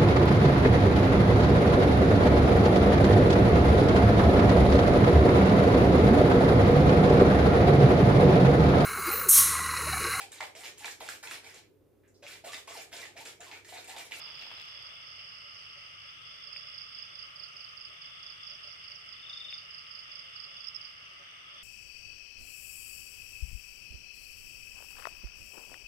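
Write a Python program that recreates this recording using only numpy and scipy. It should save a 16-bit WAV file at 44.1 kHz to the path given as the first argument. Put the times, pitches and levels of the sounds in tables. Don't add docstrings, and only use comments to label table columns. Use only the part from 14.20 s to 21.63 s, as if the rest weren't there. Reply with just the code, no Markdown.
import sys
import numpy as np
from scipy import signal
from scipy.fft import rfft, irfft, next_fast_len
from scipy.io import wavfile

SR = 44100
rng = np.random.default_rng(int(sys.argv[2]) if len(sys.argv) > 2 else 0)


def digitize_waveform(pressure):
    field = np.atleast_2d(pressure).T
    bounded = np.clip(field, -1, 1)
    quanta = np.round(bounded * 32767).astype(np.int16)
    wavfile.write(sys.argv[1], SR, quanta)


N = 327658
FFT_SIZE = next_fast_len(N)
TIME_S = np.arange(N) / SR


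def from_db(db):
    return 10 ** (np.asarray(db) / 20)


def unit_power(x):
    return x / np.sqrt(np.mean(x ** 2) + 1e-20)


def on_bins(points):
    hz, value = np.transpose(points)
    return np.interp(np.log(np.fft.rfftfreq(FFT_SIZE, 1 / SR) + 1), np.log(hz), value)


def coloured(x, spectrum):
    return irfft(rfft(x, FFT_SIZE) * from_db(on_bins(spectrum)), FFT_SIZE)[..., :N]


def drift(rate_hz):
    steps = rng.standard_normal(4096)
    return unit_power(np.interp(TIME_S * rate_hz, np.arange(len(steps)), steps))


def swell(start_s, hold_s, rise_db_per_s, fall_db_per_s):
    t = TIME_S - start_s
    return np.clip(np.minimum(rise_db_per_s * t, fall_db_per_s * (hold_s - t)), -120, 0)


def add(track, centre_s, sound):
    start = int(centre_s * SR) - len(sound) // 2
    a, b = max(start, 0), min(start + len(sound), len(track))
    if b > a:
        track[a:b] += sound[a - start:b - start]


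def panned(pan_db):
    return from_db(np.array([[pan_db], [-pan_db]]) / 2)


def at_ears(x, lag_s=0.000447):
    n = np.arange(N)
    return np.array([np.interp(n - lag_s * SR, n, x), x])


def from_right(voice, wash):
    return at_ears(voice) * from_db([[-37], [0]]) + wash * from_db([[-13], [0]])


def scattered(x, t60_s):
    t = np.arange(SR) / SR
    tail = rng.standard_normal((2, SR)) * from_db(-60 * t / t60_s)
    tail /= np.sqrt(np.sum(tail ** 2, axis=1, keepdims=True))
    return signal.fftconvolve(x[None], tail, axes=1)[:, :len(x)]


def scattered_afar(x, t60_s):
    spectrum = np.abs(rfft(x, FFT_SIZE))
    wash = irfft(spectrum * np.exp(2j * np.pi * rng.random((2, len(spectrum)))), FFT_SIZE)[:, :N]
    decay = from_db(-120 / (t60_s * SR))
    power, _ = signal.lfilter([1 - decay], [1, -decay], x ** 2, zi=[np.mean(x ** 2)])
    return unit_power(wash * np.sqrt(power))


def note(hz, fall_hz_per_s, half_s, squareness=2):
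    reach = int(3.5 * half_s * SR)
    t = np.arange(-reach, reach + 1) / SR
    envelope = np.exp(-.5 * np.abs(t / half_s) ** squareness)
    return envelope * np.cos(2 * np.pi * (hz * t - .5 * fall_hz_per_s * t * t + rng.random()))


# frequency_hz, density_db
AIR_SPECTRUM = [(20, -106), (40, -101), (60, -95.5), (110, -93), (160, -95), (220, -99.5), (330, -101),
                (700, -99), (950, -100.5), (3900, -103), (6800, -117), (9600, -121), (10800, -116),
                (12500, -120), (14000, -118.5), (15500, -122)]
# frequency_hz, coherence
AIR_COHERENCE = [(30, 1), (100, 0.69), (200, 0.17), (350, 0.68), (900, 0)]


def night_air():
    mid, side = rfft(rng.standard_normal((2, FFT_SIZE)))
    coherence = on_bins(AIR_COHERENCE)
    ears = np.sqrt(1 + coherence) * mid + np.sqrt(1 - coherence) * side * [[1], [-1]]
    return irfft(ears * from_db(on_bins(AIR_SPECTRUM)), FFT_SIZE)[:, :N] * np.sqrt(SR) / 2


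# pitch_hz, relative_db
MOTOR_TONES = [(95.5, -4.5), (103, -16), (142.5, -5.5)]


def motor(level_db=-68, fade_db_per_s=0.58):
    hum = sum(from_db(db + drift(7)) * np.sin(2 * np.pi * np.cumsum(hz + 1.98 * drift(9)) / SR)
              for hz, db in MOTOR_TONES)
    band = signal.butter(2, [86, 145], "band", fs=SR, output="sos")
    rumble = unit_power(signal.sosfilt(band, rng.standard_normal(N)))
    return from_db(level_db - fade_db_per_s * TIME_S) * (hum + from_db(-7.5) * rumble)


def callers(hz, spread_hz, notes_per_s, half_s, bout_depth, uneven_db, count):
    voices = np.zeros(N + SR)
    for k, (pace, bout, offset) in enumerate(rng.random((count, 3))):
        gap_jitter, level_jitter = rng.standard_normal((600, 2)).T
        times = np.cumsum(1 + .08 * gap_jitter) / (notes_per_s * (.85 + .3 * pace)) - offset
        effort = 1 + bout_depth * np.sin(2 * np.pi * (times * (2.5 + 3 * bout) + offset))
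        strengths = effort * from_db(uneven_db * np.clip(level_jitter, -2, 1))
        own_hz = hz + 1.67 * spread_hz * ((k + .5) / count - .5)
        call = note(own_hz, 1.3 * spread_hz / half_s, half_s)
        heard = times < N / SR + 1
        for s, strength in zip(times[heard], strengths[heard]):
            add(voices, s, strength * call)
    return unit_power(voices[SR:])


def choir(hz, spread_hz, pan_db, direct_share, notes_per_s, count=14):
    voices = callers(hz, spread_hz, notes_per_s, half_s=0.00422, bout_depth=0.71,
                     uneven_db=3.5, count=count)
    direct = np.sqrt(direct_share) * at_ears(voices)
    diffuse = np.sqrt(1 - direct_share) * scattered_afar(voices, t60_s=0.78)
    return panned(pan_db) * (direct + diffuse)


# pitch_hz, spread_hz, level_db, pan_db, direct_share, notes_per_s
STEADY_CHOIRS = [(1264, 73, -58.5, 0, 0.51, 24), (1665, 210, -65, 1, 0.13, 30),
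                 (2117, 107, -60, 1, 0.03, 22), (2892, 153, -53, 2, 0.33, 27),
                 (2804, 327, -57.5, 2.5, 0.09, 30), (4760, 130, -67.5, -2, 0, 29),
                 (8406, 255, -76.5, 0, 0.52, 50)]
# start_s, hold_s, level_db
CHOIR_BOUTS = [(0, 0.73, -54.5), (2.0, 0.9, -56), (3.9, 0.45, -54.5), (5.95, 0.59, -57), (7.38, .3, -54.5)]


def far_choirs(rest_db=-64.5, shrill_db=-69.5):
    steady = sum(from_db(db) * choir(hz, spread, pan, direct, rate)
                 for hz, spread, db, pan, direct, rate in STEADY_CHOIRS)
    swelling = choir(hz=3407, spread_hz=84, pan_db=3, direct_share=0.21, notes_per_s=26)
    bouts_db = np.max([db + swell(s, hold_s, rise_db_per_s=22, fall_db_per_s=21)
                       for s, hold_s, db in CHOIR_BOUTS], axis=0)
    shrill = choir(hz=5800, spread_hz=223, pan_db=-11, direct_share=0.38, notes_per_s=25, count=3)
    return steady + from_db(shrill_db) * shrill + from_db(np.maximum(bouts_db, rest_db)) * swelling


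# centre_s, pitch_hz, level_db, half_length_s
CLEAR_HOOTS = [(.57, 560, -58, 0.015), (0.734, 646, -56.5, 0.017), (0.999, 630, -58.5, 0.015),
               (1.05, 583, -61, 0.011), (1.267, 570, -61, 0.023), (1.57, 576, -61, 0.016),
               (1.649, 569, -62, 0.037), (2.287, 586, -60, 0.021), (2.371, 575, -63, .02),
               (2.471, 583, -65, 0.034), (3.024, 561, -65, 0.04), (3.238, 577, -63.5, 0.063),
               (3.362, 580, -65, 0.03), (3.71, 584, -61, 0.023), (3.995, 588, -72, 0.02),
               (4.328, 587, -60, 0.021), (4.468, 597, -60, 0.026), (4.717, 591, -62.5, 0.029),
               (5.092, 584, -61, .012), (5.25, 578, -63.5, 0.047), (5.948, 586, -65, 0.041),
               (6.299, 568, -60.5, 0.03), (7.005, 565, -57, 0.019), (7.33, 578, -61.5, 0.031)]
# pitch_ratio, relative_db
HOOT_SPECTRUM = [(.69, -11), (1, -1.5), (1.198, -7.5)]


def hooting_frogs(fall_hz_per_s=150, faint_count=44, faint_gap_s=.17, faint_hz=585.5, faint_db=-67.5):
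    faint = [(faint_gap_s * (k + .3 * late), faint_hz + 16.3 * detune, faint_db + extra_db, 0.041)
             for k, (late, detune, extra_db) in enumerate(rng.standard_normal((faint_count, 3)))]
    voice = np.zeros(N)
    for s, hz, db, half_s in CLEAR_HOOTS + faint:
        for ratio, partial_db in HOOT_SPECTRUM:
            add(voice, s, from_db(db + partial_db) * note(hz * ratio, fall_hz_per_s, half_s))
    voice *= from_db(1.4 * drift(90))
    return .55 * at_ears(voice) + .5 * np.std(voice) * scattered_afar(voice, t60_s=.25)


def shot_noise(spectrum, per_s, uneven_db):
    sizes = from_db(uneven_db * np.minimum(rng.exponential(1, N), 4)) * rng.standard_normal((2, N))
    clicks = sizes * (rng.random(N) < per_s / SR)
    return unit_power(coloured(clicks, spectrum))


# frequency_hz, gain_db
CRACKLE_SPECTRUM = [(1000, -32), (2500, 13.5), (4200, 4), (7000, -11), (11000, -24), (15000, -15)]


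def drizzle(level_db=-69):
    return from_db(level_db) * shot_noise(CRACKLE_SPECTRUM, per_s=150, uneven_db=1.6)


# frequency_hz, gain_db
SWISH_SPECTRUM = [(100, -11), (300, -7), (600, -0.5), (900, 0), (1400, -2), (3000, 0), (6000, -26)]
# peak_s, swish_db, crackle_db
LEG_BRUSHES = [(0, -57.5, -57), (.22, -55, -49.5), (.265, -60, -57), (.32, -59, -63), (.375, -59, -61),
               (.41, -68, -51)]


def grass(stir_swish_db=-60.5, stir_crackle_db=-67, settle_db_per_s=12):
    swish_db = stir_swish_db - settle_db_per_s * TIME_S
    crackle_db = stir_crackle_db - settle_db_per_s * TIME_S
    for s, brush_swish_db, brush_crackle_db in LEG_BRUSHES:
        flare_db = swell(s, 0, rise_db_per_s=170, fall_db_per_s=88)
        swish_db = np.maximum(swish_db, brush_swish_db + flare_db)
        crackle_db = np.maximum(crackle_db, brush_crackle_db + flare_db)
    mid, side = shot_noise(SWISH_SPECTRUM, per_s=1100, uneven_db=0.5)
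    swish = from_db(swish_db + 0.84 * drift(41.7)) * (1.26 * mid + .5 * side * [[1], [-1]])
    return swish + from_db(crackle_db) * shot_noise(CRACKLE_SPECTRUM, per_s=2200, uneven_db=3.5)


def damped_swing(t, hz, peak_cycles):
    rise = t * hz / peak_cycles
    return (rise * np.exp(1 - rise)) ** 3 * np.sin(2 * np.pi * hz * t)


# start_s, tick_db, knock_db, knock_hz, pan_db
TAPS_AND_CLICKS = [(.062, -62, -52, 2500, -6), (0.186, -43, -44, 2600, -1), (0.268, -62, -50, 880, 3),
                   (0.313, -62, -44.5, 955, 2), (0.378, -54, -39, 3950, 0), (.417, -39, -47, 3800, 5),
                   (.6265, -43, -54, 3000, 4), (2.363, -43, -31, 2450, 5), (4.862, -49, -49, 2790, 6),
                   (5.129, -60, -41, 3850, 3), (5.204, -62, -45, 3900, 3), (5.326, -44, -29, 2720, 5),
                   (5.668, -56, -40, 3200, 0)]
# frequency_hz, gain_db
TICK_SPECTRUM = [(500, -26), (3000, -6), (7000, 5.5), (11500, 6), (15000, -7)]


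def taps_and_clicks(tick_t60_s=0.0089, thud_db=-29, wash_db=-18):
    ticks, knocks = np.zeros((2, 2, N))
    t = np.arange(SR // 20) / SR
    thud = from_db(thud_db) * damped_swing(t, hz=700, peak_cycles=1.1)
    for s, tick_db, knock_db, hz, pan_db in TAPS_AND_CLICKS:
        tick = rng.standard_normal((2, len(t))) * from_db(tick_db - 13.5 - 60 * t / tick_t60_s)
        knock = from_db(knock_db) * (damped_swing(t, hz, peak_cycles=1.6) + thud)
        at = int(s * SR)
        ticks[:, at:at + len(t)] += panned(pan_db) * tick
        knocks[:, at:at + len(t)] += panned(pan_db) * knock
    direct = coloured(ticks, TICK_SPECTRUM) + knocks
    return direct + from_db(wash_db) * scattered(direct.mean(axis=0), t60_s=0.065)


# frequency_hz, gain_db
SAC_RESPONSE = [(4000, -24), (4320, 4.5), (4600, -1.5), (4850, -3.5), (5150, -0.5), (5330, -8.5),
                (5500, -13), (5800, -31)]


def vocal_sac(voice):
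    return coloured(voice, SAC_RESPONSE)


# time_s, level_db
GROUP_LEVELS = [(0, -49), (.35, -48), (.66, -47.5), (.73, -52), (.83, -48.5), (1.15, -47), (1.66, -49),
                (1.76, -53.5), (1.87, -47.5), (2.0, -58), (2.08, -47), (2.45, -51), (2.8, -48.5),
                (3.12, -54), (3.45, -54), (3.78, -55), (4.0, -52), (4.6, -50.5), (6.78, -50.5), (6.95, -55),
                (7.24, -62), (7.32, -52.5)]


def right_group(gain_db=-6, wash_db=3):
    voices = callers(hz=5140, spread_hz=255, notes_per_s=26, half_s=0.00355, bout_depth=0.25,
                     uneven_db=0.5, count=8)
    voices = unit_power(vocal_sac(voices))
    level_db = np.interp(TIME_S, *np.transpose(GROUP_LEVELS)) + gain_db
    return from_db(level_db) * from_right(voices, from_db(wash_db) * scattered_afar(voices, t60_s=0.65))


# centre_s, effort_fraction
TRILL_EFFORTS = [(4.824, 0.1), (4.862, 0), (4.9, 0.1), (4.935, .27), (4.968, 0.46), (5.001, .55),
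                 (5.036, 0.65), (5.07, 0.74), (5.103, 0.92), (5.139, 1), (5.175, 1), (5.213, 1),
                 (5.253, 0.99), (5.293, 1), (5.336, 1)]


def trilling_frog(fall_hz_per_s=15000, octave_db=-37, rasp_db=1.4, wash_db=-4.5):
    voice = np.zeros(N)
    for s, effort in TRILL_EFFORTS:
        db = -57 + 18.5 * effort
        hz = 3410 + 150 * effort
        half_s = 0.0049 + 0.0024 * effort
        add(voice, s, from_db(db) * note(hz, fall_hz_per_s, half_s, squareness=3.6))
        add(voice, s, from_db(db + octave_db) * note(2 * hz, 2 * fall_hz_per_s, half_s))
    voice *= from_db(rasp_db * drift(350))
    wash = from_db(wash_db) * scattered(voice, t60_s=0.43)
    return panned(5.2) * (at_ears(voice, lag_s=-0.000036) + wash)


def with_octave(voice):
    return voice + signal.sosfilt(signal.butter(2, 7000, "high", fs=SR, output="sos"), voice ** 2)


# centre_s, level_db, pitch_hz, half_length_s
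NEIGHBOUR_NOTES = [(4.272, -42, 5210, 0.0037), (4.305, -39, 5180, .0045), (4.354, -42, 5200, 0.0048),
                   (4.48, -47, 5360, .003), (4.531, -43.5, 5420, .004), (4.718, -45, 5230, .0042),
                   (4.759, -42, 5280, 0.0047), (6.473, -30, 5170, .0022), (6.4855, -28, 5130, 0.0021),
                   (6.55, -31, 5200, .0027), (6.563, -27.5, 5100, .0025)]


def high_frog(fall_hz_per_s=67000, wash_db=-8):
    voice = np.zeros(N)
    for s, db, hz, half_s in NEIGHBOUR_NOTES:
        add(voice, s, from_db(db) * note(hz, fall_hz_per_s, half_s))
    voice = with_octave(voice)
    return from_right(voice, from_db(wash_db) * scattered(voice, t60_s=0.13))


# first_note_s, note_count, gap_s, level_db
NEAREST_CALLS = [(.020, 2, 0.039, -36.5), (.108, 3, 0.044, -39), (.551, 1, .039, -40),
                 (.6255, 2, 0.042, -39.5), (.852, 2, 0.038, -45), (2.2402, 2, 0.036, -37.5),
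                 (2.3312, 2, 0.039, -33.5), (2.489, 1, .038, -38), (2.547, 3, 0.036, -34.5),
                 (2.751, 3, 0.038, -35), (2.957, 3, 0.036, -36.5), (3.1632, 3, 0.037, -36),
                 (3.3691, 3, 0.039, -37), (3.575, 3, .0388, -36.5), (3.8225, 2, .037, -37.2),
                 (4.032, 3, 0.036, -37.5), (4.2356, 3, .0384, -37), (4.44, 3, 0.037, -38.5),
                 (4.6455, 3, 0.037, -38.5), (4.8911, 2, .038, -39.5), (5.099, 3, .0385, -38.5),
                 (5.3054, 3, .0386, -36.5), (5.5105, 3, 0.037, -37), (5.7136, 3, 0.04, -35.5),
                 (5.9192, 3, 0.038, -36), (6.1632, 3, .039, -35.2), (6.368, 3, 0.039, -36.5),
                 (6.6157, 2, 0.036, -36.5)]
# centre_s, level_db
RIVAL_CHIRPS = [(.041, -36), (.08, -44), (.219, -39), (.278, -39), (.327, -49), (.368, -38), (.418, -45),
                (.925, -46), (1.077, -45), (2.396, -41), (2.433, -36), (2.453, -44), (2.473, -35),
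                (2.529, -39), (2.69, -38), (2.727, -38), (3.49, -39)]


def nearest_frog_and_rival(fall_hz_per_s=66000, half_s=0.0041, gain_db=2.24, first_note_db=-1.5,
                           uneven_db=.6, rasp_db=1.0, wash_db=-3):
    voice = np.zeros(N)
    for s, count, gap_s, db in NEAREST_CALLS:
        for k in range(round(count)):
            detune, stretch, steepen = rng.standard_normal(3)
            sweep = note(4995 + 25 * detune, fall_hz_per_s * from_db(uneven_db * steepen),
                         half_s * from_db(uneven_db * stretch))
            add(voice, s + k * gap_s, from_db(db + gain_db + first_note_db * (k == 0)) * sweep)
    for s, db in RIVAL_CHIRPS:
        add(voice, s, from_db(db) * note(hz=5170, fall_hz_per_s=70000, half_s=0.0036))
    voice *= from_db(rasp_db * drift(700))
    voice = with_octave(vocal_sac(voice))
    return from_right(voice, from_db(wash_db) * scattered(voice, t60_s=0.35))


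def scene():
    choruses = far_choirs() + right_group()
    frogs = nearest_frog_and_rival() + high_frog() + trilling_frog() + hooting_frogs()
    return choruses + frogs + taps_and_clicks() + grass() + drizzle() + night_air() + motor()


def record(dry):
    return signal.sosfilt(signal.ellip(10, .1, 80, 15450, fs=SR, output="sos"), dry)


dry = scene()
out = record(dry)
digitize_waveform(out)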